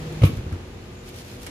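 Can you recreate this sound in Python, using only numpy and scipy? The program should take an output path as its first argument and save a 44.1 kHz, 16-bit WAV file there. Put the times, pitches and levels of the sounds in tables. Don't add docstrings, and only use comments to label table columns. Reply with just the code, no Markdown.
import sys
import numpy as np
from scipy import signal
from scipy.fft import rfft, irfft, next_fast_len
from scipy.io import wavfile
from scipy.ndimage import uniform_filter1d, map_coordinates

SR = 44100
rng = np.random.default_rng(int(sys.argv[2]) if len(sys.argv) > 2 else 0)


def master(y):
    cut = np.clip(np.atleast_2d(y).T, -1, 1)
    pcm = np.round(cut * 32767)
    wavfile.write(sys.argv[1], SR, pcm.astype(np.int16))


N = 66150
T = np.arange(N) / SR
MAIN_BLOW_S = 0.234
KNOCK_ATTACK_S, CLACK_ATTACK_S = 0.0015, 0.00082


def amp(db):
    return 10 ** (np.asarray(db) / 20)


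def unit(x):
    return x / np.sqrt(np.mean(x ** 2) + 1e-20)


def along(points, hz):
    frequencies, values = np.transpose(points)
    return np.interp(np.log(hz + 1), np.log(frequencies + 1), values)


def level(points):
    return amp(np.interp(T, *np.transpose(points)))


def wobble(knots_per_s):
    return map_coordinates(rng.standard_normal(400), [T * knots_per_s], mode="wrap")


def strike(start_s, attack_s, t60_s):
    age = np.maximum(T - start_s, 0)
    return (1 - np.exp(-age / attack_s)) * amp(-60 * age / t60_s)


def filtered(x, response):
    size = next_fast_len(N + SR // 2)
    return irfft(rfft(x, size) * response(np.fft.rfftfreq(size, 1 / SR)), size)[..., :N]


def spread(pair, colour, tilt=0):
    # frequency_hz, correlation
    coherence = [(30, 1), (130, 0.98), (280, 0.94), (550, 0.33), (1100, -0.059), (12000, -0.11)]

    def response(hz):
        angle = np.arccos(np.clip(along(coherence, hz), -1, 1)) / 2
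        gain = amp(along(colour, hz) + tilt * np.log2(1 + hz / 1000))
        return gain * [np.cos(angle), np.sin(angle)]
    mid, side = filtered(pair, response)
    return unit(np.array([mid + side, mid - side]))


def noise(colour, tilt=0):
    return spread(rng.standard_normal((2, N)), colour, tilt)


def patchy(x, depth_db):
    spectra = signal.stft(x, nperseg=256)[2]
    field = uniform_filter1d(rng.standard_normal(spectra.shape[1:]), size=8, axis=0)
    field = uniform_filter1d(field, size=9, axis=1)
    return unit(signal.istft(spectra * amp(depth_db * unit(field)), nperseg=256)[1][:, :N])


def passage(x):
    # frequency_hz, t60_s
    decay = [(80, 0.92), (250, 0.91), (1000, 0.11), (3000, 0.32), (12000, 0.17)]
    hz, t, spectra = signal.stft(noise([(20, 0), (20000, 0)]), SR, nperseg=256)
    tail = signal.istft(spectra * amp(-60 * t / along(decay, hz)[:, None]), SR, nperseg=256)[1]
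    return signal.fftconvolve(np.atleast_2d(x), tail / np.linalg.norm(tail[0]), axes=1)[:, :N]


def tones(lines, drift_rad, flutter_db):
    out = 0
    for hz, db in lines:
        peak = np.sqrt(2) * amp(db + flutter_db * wobble(11.01))
        out += peak * np.sin(2 * np.pi * (hz * T + rng.random()) + drift_rad * wobble(14.05))
    return out


def machinery():
    # frequency_hz, gain_db
    fan_colour = [(20, -21), (40, -3), (60, 0.5), (100, -1.5), (160, -5.5), (260, -8), (400, -8.5),
                  (560, -13.5), (700, -17), (1200, -21), (2700, -23), (5500, -32.5), (7200, -33),
                  (8000, -41), (12000, -42.5), (15500, -59)]
    # time_s, level_db
    fan_level = [(0, -35), (.2, -35), (.35, -38.5), (.55, -38), (.7, -40), (1.0, -40.5), (1.3, -41),
                 (1.5, -39)]
    # pitch_hz, level_db
    hum_lines = [(90, -54), (122, -50.5), (194, -55.5), (243, -55.5), (362, -53), (489, -57), (786, -65.5),
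                 (1211, -68)]
    # pitch_hz, level_db
    motor_lines = [(156, -35), (345, -45.5), (485, -51)]
    stop_s, release_s = 0.17, 0.17
    running = np.clip(1 - (T - stop_s) / release_s, 0, 1)
    fan = level(fan_level) * noise(fan_colour)
    hum = tones(hum_lines, drift_rad=0.47, flutter_db=2.5)
    return fan + hum + running * tones(motor_lines, drift_rad=0.56, flutter_db=1.5)


def scrape():
    # frequency_hz, gain_db
    colour = [(5200, -22), (7050, 2), (8000, -34)]
    peak_s, width_s = 0.99, 0.05
    return amp(-59) * np.exp(-((T - peak_s) / width_s) ** 2) * noise(colour)


def rustle():
    # time_s, level_db
    motion = [(0, -52), (.2, -54), (.36, -50.5), (.45, -62), (1.02, -59.5), (1.058, -52.5), (1.09, -45.5),
              (1.118, -53.5), (1.15, -48.5), (1.205, -45), (1.24, -51.5), (1.275, -48.5), (1.34, -47.5),
              (1.385, -54.5), (1.43, -47.5), (1.5, -51)]
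    # frequency_hz, gain_db
    colour = [(300, 1), (1200, -2), (2200, 0.5), (4300, 0.5), (7000, -2.5), (8200, -7.5), (10000, -5.5),
              (13000, -9.5), (15500, -15.5)]
    crinkles_per_s, crinkle_decay_s = 1000, 0.00093
    onsets = rng.random(N) < crinkles_per_s / SR
    clicks = onsets * amp(3 * np.minimum(rng.exponential(size=N), 4))
    envelope = signal.lfilter([1], [1, -np.exp(-1 / (crinkle_decay_s * SR))], clicks)
    crinkles = spread(envelope * rng.standard_normal((2, N)), colour)
    hiss = patchy(noise(colour), depth_db=1.1)
    return level(motion) * (hiss + amp(-3) * crinkles)


def snaps():
    # start_s, level_db, tilt_db_per_octave
    events = [(0.124, -40, 5), (0.369, -39.5, 1.5), (0.525, -41, -1), (1.0886, -40.5, 9),
              (1.1596, -39.5, 5), (1.417, -39.5, 8), (1.431, -34.5, 3), (1.4644, -29.5, 4.5),
              (1.4693, -30.5, -3), (1.476, -36, -8)]
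    # frequency_hz, gain_db
    colour = [(300, -4), (1200, 1), (2100, 5.5), (4300, -1.5), (8200, -4), (9800, -3.5), (13000, -10),
              (15500, -15.5)]
    direct = sum(amp(db) * strike(start, attack_s=0.00063, t60_s=0.027) * noise(colour, tilt)
                 for start, db, tilt in events)
    return direct + amp(-7.5) * passage(direct)


def jingle():
    # start_s, level_db
    contacts = [(0.2505, -40), (0.268, -41)]
    # pitch_hz, gain_db, t60_s
    modes = [(9350, -4, 0.11), (12400, -4, 0.17), (12850, -4, 0.14), (14920, -9, 0.12)]
    jitter_rad, out = 0.67, 0
    for start, db in contacts:
        for hz, mode_db, t60 in modes:
            phases = np.array([jitter_rad * wobble(140) + 2 * np.pi * rng.random() for _ in range(2)])
            envelope = amp(db + mode_db) * strike(start, CLACK_ATTACK_S, t60)
            out += envelope * np.sin(2 * np.pi * hz * T + phases)
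    return out


def bumps():
    # start_s, level_db, pitch_hz, knock_db
    impacts = [(0.37, -19.5, 63, -35), (0.463, -21, 84, -36), (0.5214, -14, 89, -30.5)]
    # frequency_hz, gain_db
    colour = [(80, 1), (150, 9.5), (260, 5.5), (350, 4.5), (550, -34), (800, -22), (1250, -6.5),
              (3000, -28.5), (8000, -39)]
    out = np.zeros((2, N))
    for start, db, hz, knock_db in impacts:
        out += amp(db) * strike(start, attack_s=0.0079, t60_s=0.13) * np.sin(2 * np.pi * hz * (T - start))
        out += amp(knock_db) * strike(start, KNOCK_ATTACK_S, t60_s=0.21) * noise(colour)
    return out


def flap():
    # start_s, level_db, tilt_db_per_octave
    contacts = [(0.207, -43, -1), (0.219, -29.5, -2.5), (0.235, -23.5, -1.5), (0.249, -32.5, 6.5),
                (0.2579, -36.5, 0.5), (0.27, -36, -2)]
    # frequency_hz, gain_db
    colour = [(150, -9.5), (400, 1), (570, -2), (700, -4.5), (1150, 0), (1600, -8.5), (2300, -0.5),
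              (3100, -2), (3800, -7.5), (6600, -14.5), (8400, -19), (9700, -13), (12600, -19.5),
              (15500, -25)]
    # pitch_hz, gain_db, t60_s
    modes = [(1100.5, -16, 0.28), (1147, -24, 0.34), (1303, -17, 0.28), (2200, -12.5, 0.18),
             (2293, -11.5, 0.2), (2516, -13.5, 0.19), (3055, -35, 0.24)]
    direct = amp(-34) * strike(MAIN_BLOW_S, KNOCK_ATTACK_S, t60_s=0.32) * noise(colour, tilt=-2.5)
    for start, db, tilt in contacts:
        ring = 0
        for hz, mode_db, t60 in modes:
            envelope = amp(mode_db + tilt * np.log2(hz / 3000)) * strike(start, CLACK_ATTACK_S, t60)
            ring += envelope * np.sin(2 * np.pi * (hz * T + rng.random((2, 1))))
        burst = noise(colour, tilt) * strike(start, CLACK_ATTACK_S, t60_s=0.1)
        direct += amp(db) * (burst + amp(-2) * ring)
    return direct + amp(-8.5) * passage(direct)


def cabinet():
    # start_s, level_db, dullness_db_per_octave
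    blows = [(.217, -8.5, 1), (0.234, -0.5, 0.1), (0.2479, -2.5, 8.5)]
    # pitch_hz, gain_db, t60_s
    modes = [(70, -19, 0.12), (106.6, 3, 0.15), (128.5, 1.5, 0.053), (145.7, -5, 0.071), (191, -9, 0.056),
             (211.2, -22.5, 0.22), (307, -7, 0.036), (314.7, -27.5, 0.43), (393, -43, 0.87),
             (463, -29, 0.27), (505.5, -7.5, 0.029)]
    # frequency_hz, gain_db
    colour = [(40, -23), (65, -3), (110, 5), (220, 10), (330, 1), (500, -5), (620, -6), (750, -33),
              (2000, -40)]
    swell_cycles, boom = 0.9, 0
    for start, db, dullness in blows:
        for hz, mode_db, t60 in modes:
            gain = amp(db + mode_db - dullness * np.log2(hz / 100))
            boom += gain * strike(start, swell_cycles / hz, t60) * np.sin(2 * np.pi * hz * (T - start))
    rattle = amp(-27) * strike(MAIN_BLOW_S, KNOCK_ATTACK_S, t60_s=0.6) * noise(colour)
    return boom + rattle + amp(-17.5) * passage(boom)


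def scene():
    return cabinet() + bumps() + flap() + jingle() + scrape() + rustle() + snaps() + machinery()


def record(dry):
    # frequency_hz, difference_db
    ports = [(200, 0.5), (400, 0.5), (600, -4.5), (850, 4), (1250, 2), (2000, 0), (3200, 1.5), (5500, -0.1),
             (10300, -3), (12500, -5), (15500, 0)]
    top_hz = 15600
    return filtered(dry, lambda hz: amp(np.outer([.5, -.5], along(ports, hz))) * (hz < top_hz))


dry = scene()
out = record(dry)
master(out)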